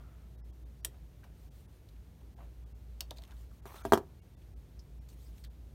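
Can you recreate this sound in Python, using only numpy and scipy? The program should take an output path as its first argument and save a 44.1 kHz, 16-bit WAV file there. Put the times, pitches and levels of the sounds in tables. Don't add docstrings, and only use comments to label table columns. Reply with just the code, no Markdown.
import sys
import numpy as np
from scipy import signal
from scipy.fft import rfft, irfft
from scipy.io import wavfile
from scipy.ndimage import uniform_filter1d

SR = 44100
rng = np.random.default_rng(int(sys.argv[2]) if len(sys.argv) > 2 else 0)


def file_out(sig):
    cols = np.atleast_2d(sig).T
    lim = np.clip(cols, -1, 1)
    pcm = np.round(lim * 32767).astype(np.int16)
    wavfile.write(sys.argv[1], SR, pcm)


def magnitude_from_level(level_db):
    exponent = np.asarray(level_db, float) / 20
    return 10 ** exponent


N = 253134


def read(points, hz):
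    f, value = np.transpose(points)
    return np.interp(np.log(hz + 1), np.log(f + 1), value)


def evened(x):
    return x / np.sqrt(np.mean(x ** 2) + 1e-20)


def peaked(x):
    return x / np.max(abs(x))


def add(mix, s, sound):
    part = mix[round(s * SR):][:len(sound)]
    part += sound[:len(part)]


def coloured(x, spectrum):
    hz = np.fft.rfftfreq(len(x), 1 / SR)
    shaped = rfft(x) * magnitude_from_level(read(spectrum, hz)) * (hz < spectrum[-1][0])
    return evened(irfft(shaped, len(x)))


def resonate(x, hz, width):
    turn = np.exp(2j * np.pi * np.cumsum(hz * np.ones(len(x))) / SR)
    r = np.exp(-np.pi * width / SR)
    return 2 * (turn * signal.lfilter([1 - r], [1, -r], x / turn)).real


def highpass(order, hz):
    return signal.butter(N=order, Wn=hz, btype="high", fs=SR, output="sos")


def crack(t60, rise_s, low_hz):
    t = np.arange(4000) / SR
    rise = (1 - np.exp(-t / rise_s)) ** 2
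    burst = rng.standard_normal(len(t)) * rise * magnitude_from_level(-60 * t / t60)
    return signal.sosfilt(highpass(2, low_hz), burst)


# frequency in Hz, level in dB per Hz.
ROOM_AIR = [(22, -40), (33, -25.5), (44, -12.5), (65, -4), (87, -11), (131, -14), (190, -22.5),
            (350, -28.5), (1150, -44.5), (3000, -49.5), (8000, -53.5), (16500, -51)]
AIR_DB = -55
HUM_HZ, HUM_DB = 58.52, -49
BEAT_S, CANCEL_S, LEFT_OVER = 2.5, 1.69, 0.09
BOOM_HZ, BOOM_WIDTH_HZ, BOOM_DB = 52.9, 3, -57


def room_tone():
    t = np.arange(N) / SR
    beat = np.pi * (t - CANCEL_S) / BEAT_S
    turn = 2 * np.pi * HUM_HZ * t
    tones = np.sin(beat) * np.sin(turn) + LEFT_OVER * np.cos(beat) * np.cos(turn)
    hum = np.sqrt(2) * magnitude_from_level(HUM_DB) * tones
    no_hum = [(f, level - 4.8 * (45 < f < 72)) for f, level in ROOM_AIR]
    air = magnitude_from_level(AIR_DB) * coloured(rng.standard_normal(N), no_hum)
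    boom = resonate(rng.standard_normal(N), BOOM_HZ, BOOM_WIDTH_HZ)
    boom = resonate(boom, BOOM_HZ, 3 * BOOM_WIDTH_HZ)
    return hum + air + magnitude_from_level(BOOM_DB) * evened(boom)


# frequency in Hz, 60 dB decay time in seconds.
WALL_DECAY = [(300, 0.21), (1500, 0.14), (6000, 0.1), (15000, .09)]


def walls(x):
    hz, t, z = signal.stft(rng.standard_normal(SR // 2), SR, nperseg=128)
    decay = magnitude_from_level(-60 * t / read(WALL_DECAY, hz)[:, None])
    tail = signal.istft(z * decay, SR, nperseg=128)[1]
    tail *= np.arange(len(tail)) > .002 * SR
    return signal.fftconvolve(x, tail / np.linalg.norm(tail))[:N]


# frequency in Hz, level in dB per Hz.
CLOTH_HISS = [(1200, -20), (2200, -3.5), (4000, -2.5), (8000, -2), (14000, -1.5), (16500, 2.5)]
# frequency in Hz, level in dB per Hz.
SKIN_SCRAPE = [(250, -28.5), (500, -2), (1000, -4), (2000, -11), (4000, -22)]


def rub_noises():
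    uneven = rng.standard_normal(N) * magnitude_from_level(1.2 * rng.exponential(1, N))
    hz, t, z = signal.stft(uneven, SR, nperseg=256)
    patches = uniform_filter1d(rng.standard_normal(z.shape), size=3, axis=0)
    patches = evened(uniform_filter1d(patches, size=9, axis=1))
    streaky = signal.istft(z * magnitude_from_level(3.6 * patches), SR, nperseg=256)[1][:N]
    catches = (rng.random(N) < 4000 / SR) * rng.standard_normal(N)
    return coloured(streaky, CLOTH_HISS), coloured(catches, SKIN_SCRAPE)


def rub(noises, s, u, hiss_db, scrape_db, ring_hz, share):
    at = round(s * SR) + np.arange(len(u))
    fine, coarse = [noise[at] for noise in noises]
    ring = resonate(coarse, ring_hz, 160) + .4 * resonate(fine, 2.4 * ring_hz, 300)
    scrape = share * evened(ring) + (1 - share) * coarse
    return (magnitude_from_level(hiss_db) * fine + magnitude_from_level(scrape_db) * scrape) * signal.windows.tukey(len(at), .08)


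# middle in seconds, length in seconds, hiss in dB, scrape in dB, scrape ring in Hz.
BRUSHES = [(0.95, 0.078, -82, -68, 700), (1.426, .18, -73, -80, 750), (1.578, 0.19, -71.5, -84, 820),
           (1.747, 0.11, -75, -81, 700), (3.176, .035, -66, -72, 700), (3.235, .055, -72, -65, 696),
           (3.309, 0.094, -75, -66.5, 1010), (3.405, .14, -69.5, -75.5, 1040),
           (3.556, 0.13, -73.5, -80, 800), (3.726, 0.12, -75, -65.5, 1170), (2.428, 0.094, -84, -69.5, 597),
           (.2, 0.18, -90, -73, 1340), (1.256, 0.065, -85, -76, 690), (3.84, 0.081, -70, -67, 1390),
           (5.247, 0.19, -68, -78.5, 843), (5.385, 0.12, -69, -77.5, 836)]
BRUSH_EDGE_DB, BRUSH_RING = -13, 0.3


def brushes(noises):
    out = np.zeros(N)
    for middle, length, hiss_db, scrape_db, ring_hz in BRUSHES:
        s = middle - length / 2
        u = np.linspace(0, 1, round(length * SR))
        swell = magnitude_from_level(BRUSH_EDGE_DB * (2 * u - 1) ** 2)
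        add(out, s, swell * rub(noises, s, u, hiss_db, scrape_db, ring_hz, BRUSH_RING))
    return out


# start in seconds, length in seconds, hiss in dB, scrape in dB, scrape ring in Hz.
SLIDES = [(0, 0.16, -93, -61.5, 1330), (.89, .04, -79, -76, 690), (2.374, 0.13, -85, -60, 675),
          (3.13, 0.021, -72, -76, 750), (3.185, .02, -69, -60, 700), (3.659, 0.084, -61, -50, 1050),
          (3.74, .03, -64, -52, 1210), (3.754, .095, -60, -51, 1340), (3.856, .062, -60, -54.5, 800),
          (4.0, 0.16, -85, -64.5, 880), (5.086, .062, -65, -73, 970)]
SLIDE_RISE_S, HISS_FADE_DB, SCRAPE_FADE_DB, SLIDE_RING = .004, -6, -14, .5


def slides(noises):
    out = np.zeros(N)
    for s, length, hiss_db, scrape_db, ring_hz in SLIDES:
        u = np.linspace(0, 1, round(length * SR))
        rise = np.minimum(u * length / SLIDE_RISE_S, 1)
        hiss_db = hiss_db + HISS_FADE_DB * u
        scrape_db = scrape_db + SCRAPE_FADE_DB * np.sqrt(u)
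        add(out, s, rise * rub(noises, s, u, hiss_db, scrape_db, ring_hz, SLIDE_RING))
    return out


# start in seconds, peak in dB, mode in Hz, 60 dB decay time in seconds.
TAPS = [(.85, -53.5, 355, 0.21), (1.232, -56.5, 1590, 0.073), (1.238, -57.5, 1010, 0.038),
        (1.246, -57, 650, 0.17), (2.212, -63, 900, 0.034), (2.387, -52, 674, 0.037),
        (2.403, -53.5, 1020, 0.06), (3.012, -52, 595, 0.072), (3.186, -52, 677, 0.022),
        (3.278, -74, 1580, .12), (3.319, -56, 1530, 0.074), (3.51, -61.5, 1190, 0.058),
        (3.69, -60, 2220, .1), (3.78, -54, 3600, .08), (3.9323, -30, 3220, 0.019),
        (3.942, -43, 5430, 0.079), (4.794, -51, 5250, .04), (5.44, -58, 1880, 0.053),
        (5.452, -61, 3520, 0.057)]


def taps():
    out = np.zeros(N)
    for s, db, hz, t60 in TAPS:
        width = 120 + hz / 8
        ring = resonate(crack(t60, .0008, 300), hz, width)
        add(out, s, magnitude_from_level(db) * peaked(resonate(ring, hz, 2 * width)))
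    return out


# start in seconds, peak in dB, ring in Hz, ring share from 0 to 1, 60 dB decay time in seconds.
TICKS = [(1.2395, -53, 2550, 0.43, 0.053), (1.8878, -57, 4060, 0.6, 0.025), (1.962, -64, 2500, 0.9, 0.025),
         (2.208, -63, 2990, 0.7, 0.025), (3.1624, -58, 3620, 0.8, 0.025), (3.171, -50, 4240, 0.6, 0.018),
         (3.1836, -43, 4100, 1, 0.014), (3.2208, -48, 4200, 0.5, 0.0069), (3.237, -44, 3900, 0.55, 0.0057),
         (3.25, -56, 3020, 0.7, 0.016), (3.275, -56, 2610, 0.3, 0.028), (3.309, -53, 3280, 0.7, 0.012),
         (3.316, -56, 3500, 0.55, 0.035), (3.366, -59, 3320, 0.47, 0.025), (3.5343, -68, 2880, 0, 0.019),
         (4.417, -63.5, 2830, 0.6, 0.054), (4.792, -53.5, 5200, 0.95, 0.03),
         (5.0872, -52, 6580, 0.2, 0.039), (5.1294, -61.5, 2820, 0.4, 0.03),
         (5.38, -54.5, 3110, 0.26, 0.025), (5.439, -47, 4530, 0.37, 0.028), (5.4463, -47, 3780, 0.3, 0.026)]


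def ticks():
    out = np.zeros(N)
    for s, db, hz, share, t60 in TICKS:
        burst = crack(t60, 0.00088, 1450)
        share = np.clip(share, 0, 1)
        tick = share * evened(resonate(burst, hz, 820)) + (1 - share) * evened(burst)
        add(out, s - .0005, magnitude_from_level(db) * peaked(tick))
    return out


# start in seconds, peak in dB, tick in dB, hardness in Hz, ring length as a factor.
KNOCKS = [
    (3.6552, -38.5, -48, 2500, 0.53),
    (3.7422, -45, -53.5, 2500, 0.43),
    (3.851, -24, -35, 1300, 0.93),
    (3.9215, -7, -25, 1800, 0.66),
    (3.9335, -8, -22.5, 1800, 0.38),
    (3.9446, -22, -47, 800, 0.29),
    (3.9542, -23.5, -42, 2200, 0.21),
    (3.9745, -21.5, -34.5, 1800, 0.53),
]
# frequency in Hz, level in dB, 60 dB decay time in seconds.
DESK_MODES = [(110, -12.5, 0.13), (181.5, -15.5, 0.12), (233, -11, .18), (300, -2.5, 0.071),
              (340, -9.5, 0.053), (391.7, -2, 0.13), (508, -15.5, .08), (636, -11.5, .07),
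              (672, -2.5, 0.046), (784, -4.5, 0.044), (933, -4, 0.054), (1097, -10.5, .04),
              (1185, -5.5, 0.038), (1340, -5.5, 0.018), (1608, -7.5, 0.033), (1930, -15.5, 0.049),
              (2400, -21.5, 0.0427)]


def knocks():
    out = np.zeros(N)
    t = np.arange(9000) / SR
    spots = rng.standard_normal((len(KNOCKS), len(DESK_MODES)))
    for (s, db, tick_db, hard_hz, ring), spot in zip(KNOCKS, spots):
        modes = np.zeros(len(t))
        for (hz, level, t60), chance in zip(DESK_MODES, spot):
            late = t - .002 * np.sqrt(1000 / hz)
            decay = magnitude_from_level(level + 2.4 * chance - 60 * t / (ring * t60))
            softness = 1 + (hz / hard_hz) ** 2
            rise = 1 - np.exp(-(t * hz / .8) ** 2)
            modes -= decay / softness * rise * np.cos(2 * np.pi * hz * late)
        add(out, s, magnitude_from_level(db) * peaked(modes))
        add(out, s, magnitude_from_level(tick_db) * peaked(crack(0.042, .0002, 1500)))
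    return out


# start in seconds, peak in dB, body knock in dB,
# knock in Hz, 60 dB decay time in seconds.
SNAPS = [
    (0.8478, -18.5, -54, 785, 0.023),
    (3.0066, -22.5, -49, 1040, 0.017),
    (3.1083, -30.5, -38.5, 626, .012),
]
# frequency in Hz, width in Hz, level in dB.
SNAP_RINGS = [
    [(3520, 44, -1), (5000, 45, -5), (7300, 120, -21), (8000, 31, 8), (9550, 190, 9), (11400, 33, -7),
     (12960, 220, 5.5), (16100, 150, -11)],
    [(3050, 98, -17), (3190, 100, -8), (4700, 99, 4), (5470, 140, 0), (7700, 120, -11), (8730, 93, -19),
     (14100, 230, 4.5), (15700, 240, -14)],
    [(1850, 140, -7.5), (3960, 100, 22.5), (4520, 110, 3), (5370, 88, -60), (6820, 110, -45),
     (13300, 250, -18), (14000, 80, -12.5)],
]


def snaps():
    out = np.zeros(N)
    damping, bare = 5.5, .5
    for (s, db, knock_db, knock_hz, t60), rings in zip(SNAPS, SNAP_RINGS):
        burst = crack(t60, 0.00033, 1900)
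        ring = sum(magnitude_from_level(level) * evened(resonate(burst, hz, damping * width)) for hz, width, level in rings)
        snap = evened(ring) + bare * evened(burst)
        knock = resonate(crack(0.036, 0.003, 130), knock_hz, 370)
        knock = resonate(knock, knock_hz, 760)
        add(out, s - .0004, magnitude_from_level(db) * peaked(snap) + magnitude_from_level(knock_db) * peaked(knock))
    return out


def scene():
    bright = snaps() + ticks()
    dull = knocks() + taps()
    reflections = magnitude_from_level(-13) * walls(bright) + magnitude_from_level(-12.5) * walls(dull)
    noises = rub_noises()
    rubs = slides(noises) + brushes(noises)
    return (bright + dull + reflections + rubs + room_tone())[None]


# centre in seconds, empty above this Hz, two stray tones
# in Hz.
DROPOUTS = [(0.369, 2100, 3800, 11400), (0.4142, 1960, 1700, 1360), (.4361, 1090, 5200, 2000),
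            (0.519, 1290, 3260, 1080), (.6473, 1270, 3630, 1090), (0.8216, 1500, 4700, 5640),
            (1.4998, 940, 890, 690), (1.672, 2040, 9800, 1850), (2.3535, 1120, 14300, 870),
            (2.6515, 1630, 3360, 1210), (2.7384, 1400, 2700, 2200), (3.614, 2130, 1910, 1310),
            (3.83, 1600, 6400, 2320), (4.2104, 600, 2800, 2220), (4.36, 1003, 3550, 1950),
            (4.5515, 690, 1302, 750), (5.001, 980, 5470, 2400), (5.4913, 1300, 1017, 800)]
FRAME_S = 1024 / 48000


def dropouts(heard):
    x = heard.copy()
    u = np.linspace(-1, 1, round(2 * FRAME_S * SR))
    centres = [row[0] for row in DROPOUTS]
    for s, edge_hz, *tones in DROPOUTS:
        near = np.arange(N)[round((s - FRAME_S) * SR) - 400:][:len(u) + 800]
        weights = [np.cos(np.pi / 2 * np.clip((near / SR - centre) / FRAME_S, -1, 1)) ** 2
                   for centre in centres + [s]]
        lost = sum(weights[:-1])
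        kept = np.sqrt(np.clip(1 - 1.04 * lost, 0, 1))
        cut = (1 - kept) * weights[-1] / (lost + 1e-9)
        treble = signal.sosfiltfilt(highpass(6, edge_hz), heard[near])
        add(x, near[0] / SR, -cut * treble)
        level = magnitude_from_level(-7.5) * np.std(treble[:len(u)])
        for hz in tones:
            tone = np.cos(np.pi * u / 2) * np.sin(2 * np.pi * hz * u * FRAME_S)
            add(x, s - FRAME_S, level * tone)
    return x


# frequency in Hz, gain in dB.
MIC = [(20, -14), (45, -1), (4300, 1.5), (4900, -0.5), (5600, 0.5), (7000, 0.5), (7700, -2.5), (8600, 1),
       (10500, -4.5), (11800, 0.5), (15300, -3.5), (16000, -9.5), (16900, -40.5)]


def microphone(x):
    return irfft(rfft(x) * magnitude_from_level(read(MIC, np.fft.rfftfreq(N, 1 / SR))), N)


def roll_off(x):
    return signal.sosfilt(signal.butter(12, 16830, fs=SR, output="sos"), x)


def record(dry):
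    mix = dropouts(microphone(dry[0]))[None]
    return roll_off(mix)


dry = scene()
out = record(dry)
file_out(out)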